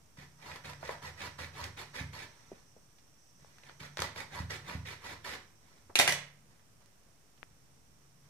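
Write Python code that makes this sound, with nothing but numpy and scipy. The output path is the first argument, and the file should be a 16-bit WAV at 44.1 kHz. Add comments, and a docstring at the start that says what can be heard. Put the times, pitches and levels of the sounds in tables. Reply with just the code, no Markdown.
"""A knife saws twice through a small aubergine on a steel tray on a kitchen counter, then drops on the tray.
Each stroke is a crackle of clicks from tearing skin and flesh; short noisy blows make the snaps and clatter.
Soft presses ring the counter's low modes, some as a stroke ends; damped waves make taps and pops, some dry,
some ringing on in tray and room. Behind lie room tone made of noise, a low hum, tiny high ticks, and a faint
buzz of pulses and fuzzy noise."""
import sys
import numpy as np
from scipy import signal
from scipy.fft import rfft, irfft, next_fast_len
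from scipy.io import wavfile
from scipy.ndimage import uniform_filter1d

SR = 44100
rng = np.random.default_rng(int(sys.argv[2]) if len(sys.argv) > 2 else 0)


def boost_factor(decibels):
    """Convert a level in decibels to a linear amplitude factor."""
    exponent = np.asarray(decibels, float) / 20
    return 10 ** exponent


def dump(signal):
    """Clip the signal to [-1, 1] and save it as 16-bit WAV at the path in sys.argv[1]."""
    limited = np.clip(np.atleast_2d(signal).T, -1, 1)
    pcm = np.round(limited * 32767).astype(np.int16)
    wavfile.write(sys.argv[1], SR, pcm)


N = 365588

# Room tone. Each row: frequency in Hz, relative level in dB per Hz.
AIR_COLOUR = [(22, -30), (38, 1.5), (49, -7), (124, -2), (291, -11.5), (348, -13), (1110, -17), (2600, -22),
              (4190, -25.5), (5670, -21), (7660, -24.5), (9140, -27.5), (9860, -27), (14400, -31.5),
              (15300, -32), (15800, -55)]
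# How alike the room tone is on both sides. Each row: frequency in Hz, likeness (1 = same).
AIR_LIKENESS = [(60, 0.58), (240, 0.65), (950, 0.067), (3770, 0), (15000, 0)]
# Balance of the room tone. Each row: frequency in Hz, left over right in dB.
AIR_BALANCE = [(60, -5), (240, 1.5), (950, -1.0), (3770, -6), (15000, -7.5)]
# Hum without the knife. Each row: time in seconds, level in dB.
HUM_LEVEL = [(0, -86), (7.3, -88), (7.7, -75), (8.29, -66)]
# Colour of the buzz. Each row: centre in Hz, width in Hz, relative level in dB.
BUZZ_BANDS = [(5710, 700, 8.5), (5560, 270, -4.5), (8000, 650, -1.5)]
# Fuzzy part of the buzz. Each row: time in seconds, level in dB before the bursts shape it.
FUZZ_LEVEL = [(0, -78), (.7, -68), (2.4, -70), (3.1, -74), (3.25, -71), (5.4, -71), (6.4, -80), (8.29, -75)]
# Clear pulses of the buzz. Each row: time in seconds, level in dB before bursts and left-right balance.
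PULSE_LEVEL = [(0, -81), (2.4, -72.5), (3.1, -85), (3.2, -74), (4.6, -73.5), (4.8, -103)]
# The pace of the bursts changes in steps. Each row: from this time in seconds, bursts a second.
BURST_PACE = [(0, 8.475), (2.36, 10), (2.76, 7.143), (3.18, 5.77), (3.7, 6.5)]
# Blade strokes, push and pull by turns. Each row: start in seconds, length in seconds,
# crackle in dB before colouring, body (low part) in dB against the crackle.
STROKES = [(0.161, 0.072, -57.5, -1), (0.354, .21, -52.5, 4), (0.631, 0.071, -49, 3.5),
           (0.777, 0.15, -48.5, 4.5), (1.011, .068, -49, 5.5), (1.149, 0.12, -45, -1),
           (1.375, 0.063, -46, 1.5), (1.511, 0.14, -47, 4), (1.761, 0.062, -46.5, 0),
           (1.922, 0.081, -42, -5), (2.118, 0.12, -48.5, -5), (3.606, 0.087, -59, 0),
           (3.788, 0.068, -50, -4), (3.959, .085, -43.5, 2.5), (4.146, 0.06, -44.5, 2),
           (4.282, .12, -48, 6), (4.489, 0.063, -43, -7.5), (4.624, 0.12, -47.5, 5.5),
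           (4.843, 0.083, -44.5, -13), (4.986, 0.14, -47, -0.5), (5.232, 0.11, -44.5, -4.5)]
# Fingers rub the fruit. Each row: start in seconds, length in seconds, level in dB before colouring.
RUBS = [(2.3, 0.28, -70), (3.38, 0.19, -72.5), (5.616, 0.17, -71.5), (6.485, .03, -74), (6.788, 0.031, -74),
        (8.214, 0.034, -75.5)]
# Loud snaps of skin and fibre. Each row: time in seconds, level in dB before a shared gain,
# body (low part) and edge (high part) in dB against the middle.
SNAPS = [(0.5164, -30, -7, -16), (0.559, -34, 6, 1.5), (0.7337, -34.5, 1, -4), (0.8295, -40, 18, -10),
         (0.8923, -34.5, 22.5, -11), (1.6409, -29.5, -23, 7.5), (3.5838, -43, 4, -2),
         (3.6358, -36.5, -1.5, -17), (3.6957, -38, 3, -14), (3.9714, -31, 10, 8.5), (3.983, -25, -11, -4),
         (3.9914, -18.5, -3, -9), (4.0026, -29, -18, 10), (4.0202, -18.5, 5, 5), (4.076, -40, -10, -20),
         (4.6977, -21, -27, -26)]
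# Colour of torn fruit. Each row: frequency in Hz, relative level in dB per Hz.
FRUIT_COLOUR = [(120, -23), (200, -6), (300, -6), (560, -3.5), (760, -5), (950, 1), (1170, -3),
                (1600, -1.3), (2100, 0.5), (2800, -8), (3500, -6.5), (4500, -7), (6500, -13.5),
                (9300, -20.5), (12000, -21), (15500, -36)]
# Clear modes of the tray. Each row: frequency in Hz, relative level in dB, time to fall 60 dB in seconds.
TRAY_MODES = [(590, -6, .25), (840, -6, .15), (980, -5, .15), (1330, -9, .2), (1612, -7, .2),
              (1776, -5, .25), (1960, -2, .2), (2020, -3, .2), (2290, -5, .2), (2454, -4, .2),
              (2834, -7, .2), (3320, -9, .15), (4312, -6, .12), (5224, -6, .08), (5726, -6, .08),
              (7079, -7, .08)]
# Echo of the kitchen. Each row: frequency in Hz, time to fall 60 dB in seconds.
KITCHEN_DECAY = [(100, 0.47), (500, 0.4), (2000, 0.43), (6000, 0.32), (14000, 0.19)]
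# How alike the tray and kitchen tails are on both sides. Each row: frequency in Hz, likeness (1 = same).
NEAR_LIKENESS = [(60, 1), (240, 0.95), (950, 0.53), (3770, -0.1), (15000, 0.087)]
# Balance of those tails. Each row: frequency in Hz, left over right in dB.
NEAR_BALANCE = [(60, -22), (180, -6), (550, 3), (1650, -8.5), (4970, -4.5), (15000, 5)]
# The hand presses tray onto counter. Each row: time in seconds (a press starts 6 ms later),
# strength in dB for the lowest modes, extra strength in dB for the upper modes.
PRESSES = [(0.177, -55.5, 20), (0.663, -49, -12), (0.871, -45, -10), (1.029, -65, -10), (1.231, -46, -17),
           (1.4, -44.5, -3), (1.612, -36.5, -12), (2.004, -32, 4.5), (3.417, -59, 10.5), (3.804, -47, 13.5),
           (3.99, -35, -2), (4.397, -31.5, 5.5), (4.745, -29.5, 3), (5.281, -44, -7), (5.86, -55, -4),
           (5.989, -42, 11), (6.081, -42, 14)]
# Low modes of the counter. 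Each row: frequency in Hz, level in dB before a shared cut,
# time to fall 60 dB in seconds.
COUNTER_MODES = [(59, -20.5, 1), (82.8, -1.5, 0.47), (105.5, -6.5, 0.78), (124.3, -10.5, 0.16),
                 (142.9, -10.5, 0.74), (162.4, -24, 0.23), (175, -14, 0.54), (207, -49, 0.27),
                 (253.4, -13.5, 0.35)]
# Taps and pops of fruit, fingers and handle, some dry, some ringing on in tray and room. Each row:
# start in seconds, level in dB, pitch in Hz, left over right in dB, share sent into the tray in dB.
TAPS = [(2.517, -36, 345, -1, -5), (2.765, -55, 450, 13, -.5), (2.984, -59, 3730, 4, 7),
        (3.447, -47.5, 660, 16, -25), (5.896, -48.5, 705, 2, 6), (6.595, -58.5, 1490, 2, 1),
        (6.86, -46.5, 6090, -11, -16), (7.377, -57, 2510, -2.5, -1.5), (7.43, -33.5, 1650, 18, -29),
        (8.05, -61, 1004, -6.5, -1)]
# The knife lands and bounces. Each row: time in seconds, level in dB before a shared gain,
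# body (low part) and edge (high part) in dB against the middle.
BOUNCES = [(5.9554, -17, -13, -5), (5.9893, -19.5, -7, 2), (5.998, -18.5, 1.5, -0.5),
           (6.0124, -26, -8, -0.5), (6.053, -33, -7.5, -7.5), (6.0768, -19.5, -10, -2),
           (6.093, -30.5, 5, 3.5), (6.1232, -28, -3, 0.5)]
# Colour of steel on steel. Each row: frequency in Hz, relative level in dB per Hz.
STEEL_COLOUR = [(90, -29), (150, -20), (250, -6), (500, -4.5), (840, 2), (1200, -6.5), (2000, 0),
                (3000, -2.5), (4500, -4.5), (7000, -5.5), (10000, -11), (14000, -16), (16000, -47)]
# Modes of the blade. Each row: frequency in Hz, relative level in dB, time to fall 60 dB in seconds.
BLADE_MODES = [(800, -6, .03), (2550, 0, .03), (3700, -5, .025), (4650, -2, .03), (5300, -5, .03),
               (7080, -8, .04)]

AIR_DB = -65
BODY_BELOW_HZ, EDGE_ABOVE_HZ = 1200, 3500
# Swells: a rise time in seconds or a share of the stroke, a power that bends the rise, a fall.
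PUSH_RISE_S, PUSH_STEEP = 0.015, 2
PULL_RISE_SHARE, PULL_STEEP = 0.51, 1.6
RUB_RISE_S, RUB_STEEP = 0.018, 2
STROKE_FALL_DB_PER_S, RUB_FALL_DB_PER_S = -450, -150
PUSH_EDGE_DB, PULL_EDGE_DB = -0.1, -1.5
EDGE_PER_BODY = 0.22  # a stroke with more body also has more edge
RUB_BODY_DB, RUB_EDGE_DB = 3.5, 2
# Each push bites in with a snap; its level is set from the crackle, before the snaps' shared gain.
BITE_DB, BITE_BODY_DB, BITE_EDGE_DB = 12, -6, -19
FRUIT_PAN_DB, KNIFE_PAN_DB = 2, -1.5  # left over right
PRESS_S = 0.0038
TAP_CYCLES, TAP_SLOPE = 0.34, 0.13  # cycles to the peak at 1 kHz, more for higher taps
OFFSET = -0.0005


def evened(x):
    """Scales a signal to an average (rms) level of 1."""
    return x / np.sqrt(np.mean(x ** 2) + 1e-20)


def read(points, hz):
    """Reads a table between its rows, on a logarithmic frequency scale."""
    f, value = np.transpose(points)
    return np.interp(np.log(hz + 1), np.log(f + 1), value)


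def drifting(width):
    """Slow random drift: noise averaged over width samples, rms 1."""
    return evened(uniform_filter1d(rng.standard_normal(N), width))


def pair(size, length, likeness, balance, shape_db):
    """Two-channel noise from random short-time spectra; shape_db(hz, s) gives the level."""
    hop = size // 4
    frames, hz = length // hop + 5, np.fft.rfftfreq(size, 1 / SR)[:, None]
    a, b, c, d = rng.standard_normal((frames, len(hz), 4)).T
    shared, separate = a + 1j * b, c + 1j * d
    like = np.clip(read(likeness, hz), -1, 1)
    half = boost_factor(read(balance, hz) / 2)
    left = shared * half
    right = (like * shared + np.sqrt(1 - like ** 2) * separate) / half
    z = np.array([left, right]) * boost_factor(shape_db(hz, np.arange(frames) * hop / SR))
    return signal.istft(z, nperseg=size, noverlap=size - hop)[1][:, :length]


def air():
    """Room tone: coloured noise with a slow drift in the bass."""
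    def shape_db(hz, s):
        drift = evened(uniform_filter1d(rng.standard_normal(len(s)), 12))
        return read(AIR_COLOUR, hz) + 1.5 * drift / (1 + hz / 400)

    return boost_factor(AIR_DB) * evened(pair(2048, N, AIR_LIKENESS, AIR_BALANCE, shape_db))


def hum(level):
    """One low mode of the counter hums unevenly while the knife works or fingers rub, and again at the end."""
    t = np.arange(N) / SR
    noise = rng.standard_normal((N, 2)) @ [1, 1j]
    wander = signal.lfilter([1], [1, -np.exp(-np.pi * 9 / SR)], noise)  # about 9 Hz wide
    tone = evened((wander * np.exp(2j * np.pi * 143 * t)).real)
    from_strokes = boost_factor(-13) * uniform_filter1d(level[0, 0], size=9000)
    return tone * (from_strokes + boost_factor(np.interp(t, *np.transpose(HUM_LEVEL))))


def buzz_power(hz):
    """Strength of the buzz at each frequency: a sum of smooth bands."""
    return sum(boost_factor(2 * db) / (1 + ((hz - f) / width * 2) ** 4) for f, width, db in BUZZ_BANDS)


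def buzz():
    """A faint high buzz, probably an insect: fast regular pulses and a fuzzy band, in bursts with short gaps."""
    t = np.arange(N) / SR
    starts, rates = np.transpose(BURST_PACE)
    turns = np.cumsum(rates[np.searchsorted(starts, t, "right") - 1]) / SR
    on = uniform_filter1d(1. * (turns % 1 < 0.78), size=200)

    fuzz = evened(pair(1024, N, AIR_LIKENESS, AIR_BALANCE,
                       lambda hz, s: 10 * np.log10(buzz_power(hz)) + 0 * s))
    fuzz = fuzz * (0.8 + 0.23 * on)  # the fuzz only dips in the gaps
    fuzz = fuzz * boost_factor(np.interp(t, *np.transpose(FUZZ_LEVEL)))

    wobble = evened(uniform_filter1d(uniform_filter1d(rng.standard_normal(N), size=9000), size=9000))
    pulse_hz = 230 * (1 + 0.006 * wobble)
    phase = 2 * np.pi * np.cumsum(pulse_hz) / SR
    # aligned overtones add up to sharp pulses; their colour sits 200 Hz above that of the fuzz
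    pulses = sum(np.sqrt(buzz_power(k * pulse_hz.mean() - 200)) * np.cos(k * phase) for k in range(22, 40))
    pulse_db = np.interp(t, *np.transpose(PULSE_LEVEL)) + np.array([[-2.5], [2.5]])
    return fuzz + evened(pulses) * on * boost_factor(pulse_db)


def ticking():
    """Tiny uneven ticks high in the treble, and a thin wavering tone among them, stronger on the left."""
    t, u = np.arange(N) / SR, np.arange(130) / SR
    turns = np.cumsum(57 * boost_factor(0.9 * drifting(500))) / SR  # about 57 ticks a second
    train = np.diff(np.floor(turns), prepend=0) * boost_factor(2.8 * rng.standard_normal(N))
    tick = np.hanning(len(u)) * (np.sin(2 * np.pi * 8500 * u) + 0.2 * np.sin(2 * np.pi * 5600 * u))
    ticks = boost_factor(-66) * signal.oaconvolve(train, tick)[:N]
    tone = boost_factor(-82) * np.sin(2 * np.pi * 9290 * t + 1.5 * drifting(900))
    return np.array([[1], [0.3]]) * (ticks + tone)


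def strokes():
    """Level of body, middle and edge: each stroke or rub swells, holds and lets go; pulls swell by their length."""
    t, level = np.arange(N) / SR, np.zeros((3, 1, N))
    rows = [(s, length, db, RUB_RISE_S, RUB_STEEP, RUB_FALL_DB_PER_S, RUB_BODY_DB, RUB_EDGE_DB)
            for s, length, db in RUBS]
    for k, (s, length, db, body_db) in enumerate(STROKES):
        if k % 2:  # pull
            rise, steep, edge_db = PULL_RISE_SHARE * length, PULL_STEEP, PULL_EDGE_DB
        else:
            rise, steep, edge_db = PUSH_RISE_S, PUSH_STEEP, PUSH_EDGE_DB
        edge_db += EDGE_PER_BODY * body_db
        rows.append((s, length, db, rise, steep, STROKE_FALL_DB_PER_S, body_db, edge_db))
    for s, length, db, rise, steep, fall_db, body_db, edge_db in rows:
        swell = np.clip((t - s) / max(rise, 0.004), 0, 1) ** steep
        fall = boost_factor(fall_db * np.clip(t - s - length, 0, 1))
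        level[:, 0] += np.outer(boost_factor(db + np.array([body_db, 0, edge_db])), swell * fall)
    return level


def blows(rows, gain_db, pan_db, rattle_s):
    """Trains of blows, each with a short decaying rattle behind the first contact."""
    out = np.zeros((3, 2, N))
    chance = rng.standard_normal((len(rows), 900))
    fade = np.exp(-np.arange(900) / SR / max(rattle_s, 1e-5))
    for (s, db, body_db, edge_db), rattle in zip(rows, chance):
        jolts = np.r_[8, rattle * fade]
        jolts = jolts / np.linalg.norm(jolts)
        level = boost_factor(db + gain_db + np.add.outer([body_db, 0, edge_db], [pan_db / 2, -pan_db / 2]))
        start = round(s * SR)
        out[..., start:start + len(jolts)] += level[..., None] * jolts
    return out


def causal(gain_db):
    """Shortest click with this colour (minimum phase), energy 1."""
    log = np.log(boost_factor(np.maximum(gain_db, -100)))
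    mirrored = np.r_[log, log[-2:0:-1]]
    click = np.fft.ifft(np.exp(np.conj(signal.hilbert(mirrored)))).real[:1024]
    return click / np.linalg.norm(click)


def coloured(trains, spectrum, bottom_hz):
    """Joins body, middle and edge parts and gives them the colour of the material."""
    size = next_fast_len(N)
    hz = np.fft.rfftfreq(size, 1 / SR) + 1
    # the body reaches down to bottom_hz; below that the middle part takes over
    low = 1 / (1 + (hz / BODY_BELOW_HZ) ** 4) / (1 + (bottom_hz / hz) ** 4)
    high = 1 / (1 + (EDGE_ABOVE_HZ / hz) ** 4)
    parts = (low, 1 - low - high, high)
    joined = irfft(sum(part * rfft(x, size) for part, x in zip(parts, trains)))[:, :N]
    click = causal(read(spectrum, np.fft.rfftfreq(4096, 1 / SR)))
    return signal.oaconvolve(joined, click[None], axes=1)[:, :N]


def modes(table, seconds, spread):
    """Decaying sines; spread sets how much their phase differs between the two microphones."""
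    t = np.arange(round(seconds * SR)) / SR
    turn = spread * rng.uniform(-np.pi, np.pi, (len(table), 2, 1))
    return sum(boost_factor(db - 60 * t / t60) * np.sin(2 * np.pi * hz * t + p) for (hz, db, t60), p in zip(table, turn))


def flat(h):
    """A response of energy 1 a side, on average, whose broad colour is even."""
    z = rfft(h)
    z = z / np.sqrt(uniform_filter1d((abs(z) ** 2).mean(0), size=120))
    start = irfft(z)[:, :h.shape[1] * 4 // 5]
    return evened(start) / np.sqrt(start.shape[1])


def heard(x, direct_db, sheet_db, sheet_t60, ring_db, room_db, count):
    """Direct sound (count samples later on the right), the sheet's shiver and clear modes, the kitchen's tail."""
    t = np.arange(SR // 2) / SR
    out = boost_factor(direct_db) * np.array([x[0], np.roll(x[1], count)])
    middle = x.mean(0)[None]
    ring = modes(TRAY_MODES, 0.45, 0.66)
    for k in range(3):  # three random tails take turns, which evens out their colour
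        sheet = pair(256, len(t), NEAR_LIKENESS, NEAR_BALANCE, lambda hz, s: 0 * hz) * boost_factor(-60 * t / sheet_t60)
        room = pair(256, len(t), NEAR_LIKENESS, NEAR_BALANCE,
                    lambda hz, s: -60 * s / read(KITCHEN_DECAY, hz))
        room = room * (1 - np.exp(-t / 0.0026))  # the echo builds up over a few milliseconds
        window = np.sqrt(2 / 3) * np.cos(2 * np.pi * (np.arange(N) / SR * 9 + k / 3))
        tail = boost_factor(sheet_db) * flat(sheet) + boost_factor(room_db) * flat(room)
        out = out + signal.oaconvolve(middle * window, tail, axes=1)[:, :N]
    return out + boost_factor(ring_db) * signal.oaconvolve(middle, ring / np.linalg.norm(ring[0]), axes=1)[:, :N]


def sawing(level):
    """Fibres tear as dense uneven clicks in clumps, with louder single snaps; finger rubs share the crackle."""
    clumps = boost_factor(1.63 * drifting(260))  # a few milliseconds each
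    sizes = boost_factor(3.5 * np.minimum(rng.exponential(1, N), 4))
    tears = (rng.random(N) < 2500 / SR) * rng.choice([-1, 1], N) * sizes  # about 2500 a second
    hiss = rng.standard_normal(N)  # wet blade sliding in flesh
    drive = evened(clumps * (evened(tears) + 0.71 * hiss)) * boost_factor(np.array([[-1.5], [1.5]]))
    tearing = coloured(level * drive, FRUIT_COLOUR, bottom_hz=640)
    tearing = heard(tearing, direct_db=-6, sheet_db=0, sheet_t60=0.024, ring_db=-15, room_db=-2.5, count=3)

    bites = [(s + PUSH_RISE_S, db + BITE_DB, BITE_BODY_DB, BITE_EDGE_DB) for s, _, db, _ in STROKES[::2]]
    snaps = blows(SNAPS + bites, gain_db=11, pan_db=FRUIT_PAN_DB, rattle_s=0.00083)
    snaps = coloured(snaps, FRUIT_COLOUR, bottom_hz=390)
    snaps = heard(snaps, direct_db=-7, sheet_db=-0.5, sheet_t60=0.016, ring_db=-16, room_db=-4.5, count=3)
    return tearing + snaps


def thumps(level):
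    """Soft presses and the drag of strokes and rubs ring the counter's low modes, almost alike on both sides."""
    push, t = np.zeros((2, N)), np.arange(SR) / SR  # one push for the lowest modes, one for the upper
    bump = np.hanning(max(round(PRESS_S * SR), 8))
    for s, db, upper_db in PRESSES:
        strength = boost_factor(np.array([db, db + upper_db]))
        push[:, round((s + 0.006) * SR):][:, :len(bump)] += np.outer(strength, bump / bump.sum())
    push += boost_factor(-34.5) * level[0] * rng.standard_normal(N)  # drag
    out = 0
    for hz, db, t60 in COUNTER_MODES:  # all modes start near their crest
        ring = boost_factor(db - 4.5 - 60 * t / t60) * np.cos(2 * np.pi * hz * t + rng.normal(0, 0.12, (2, 1)))
        out = out + signal.oaconvolve(push[int(hz > 115)][None], ring, axes=1)[:, :N]
    low_cut = signal.butter(2, 45, "high", fs=SR)
    return signal.filtfilt(*low_cut, out) * boost_factor(np.array([[-0.8], [0.8]]))


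def taps():
    """Damped blows of a few short waves; a share of each passes into tray and room."""
    out, t = np.zeros((2, 2, N)), np.arange(1300) / SR
    for s, db, hz, pan_db, tray_db in TAPS:
        u = t * hz / max(TAP_CYCLES * (hz / 1000) ** TAP_SLOPE, 0.15)
        swell = (np.e * u) ** 2 * np.exp(-2 * u)  # peaks at 1 where u is 1
        tap = swell * np.cos(2 * np.pi * hz * t)
        level = boost_factor(db + np.add.outer([0, tray_db], [pan_db / 2, -pan_db / 2]))
        out[..., round(s * SR):round(s * SR) + len(t)] += level[..., None] * tap
    direct, into_tray = out
    return direct + heard(into_tray, direct_db=-43, sheet_db=8, sheet_t60=0.066, ring_db=-6, room_db=-2, count=0)


def clatter():
    """Steel on steel: the blade rings briefly, the tray and the room answer strongly."""
    hits = blows(BOUNCES, gain_db=23, pan_db=KNIFE_PAN_DB, rattle_s=0.0021)
    hits = coloured(hits, STEEL_COLOUR, bottom_hz=30)
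    ring = modes(BLADE_MODES, 0.12, 0.69)
    blade = boost_factor(-9) * signal.oaconvolve(hits, ring / np.linalg.norm(ring[0]), axes=1)[:, :N]
    return blade + heard(hits, direct_db=-5, sheet_db=-2, sheet_t60=0.037, ring_db=-10.5, room_db=-1, count=9)


def scene():
    """All sources summed at the two microphones."""
    level = strokes()
    background = air() + hum(level) + buzz() + ticking()
    return background + sawing(level) + thumps(level) + taps() + clatter()


def roll_off(x):
    """The treble ends steeply here."""
    return signal.sosfilt(signal.butter(12, 16500, fs=SR, output="sos"), x)


def record(dry):
    """Adds the small steady offset of the converter to finish the mix."""
    mix = dry + OFFSET
    return roll_off(mix)


dry = scene()
out = record(dry)
dump(out)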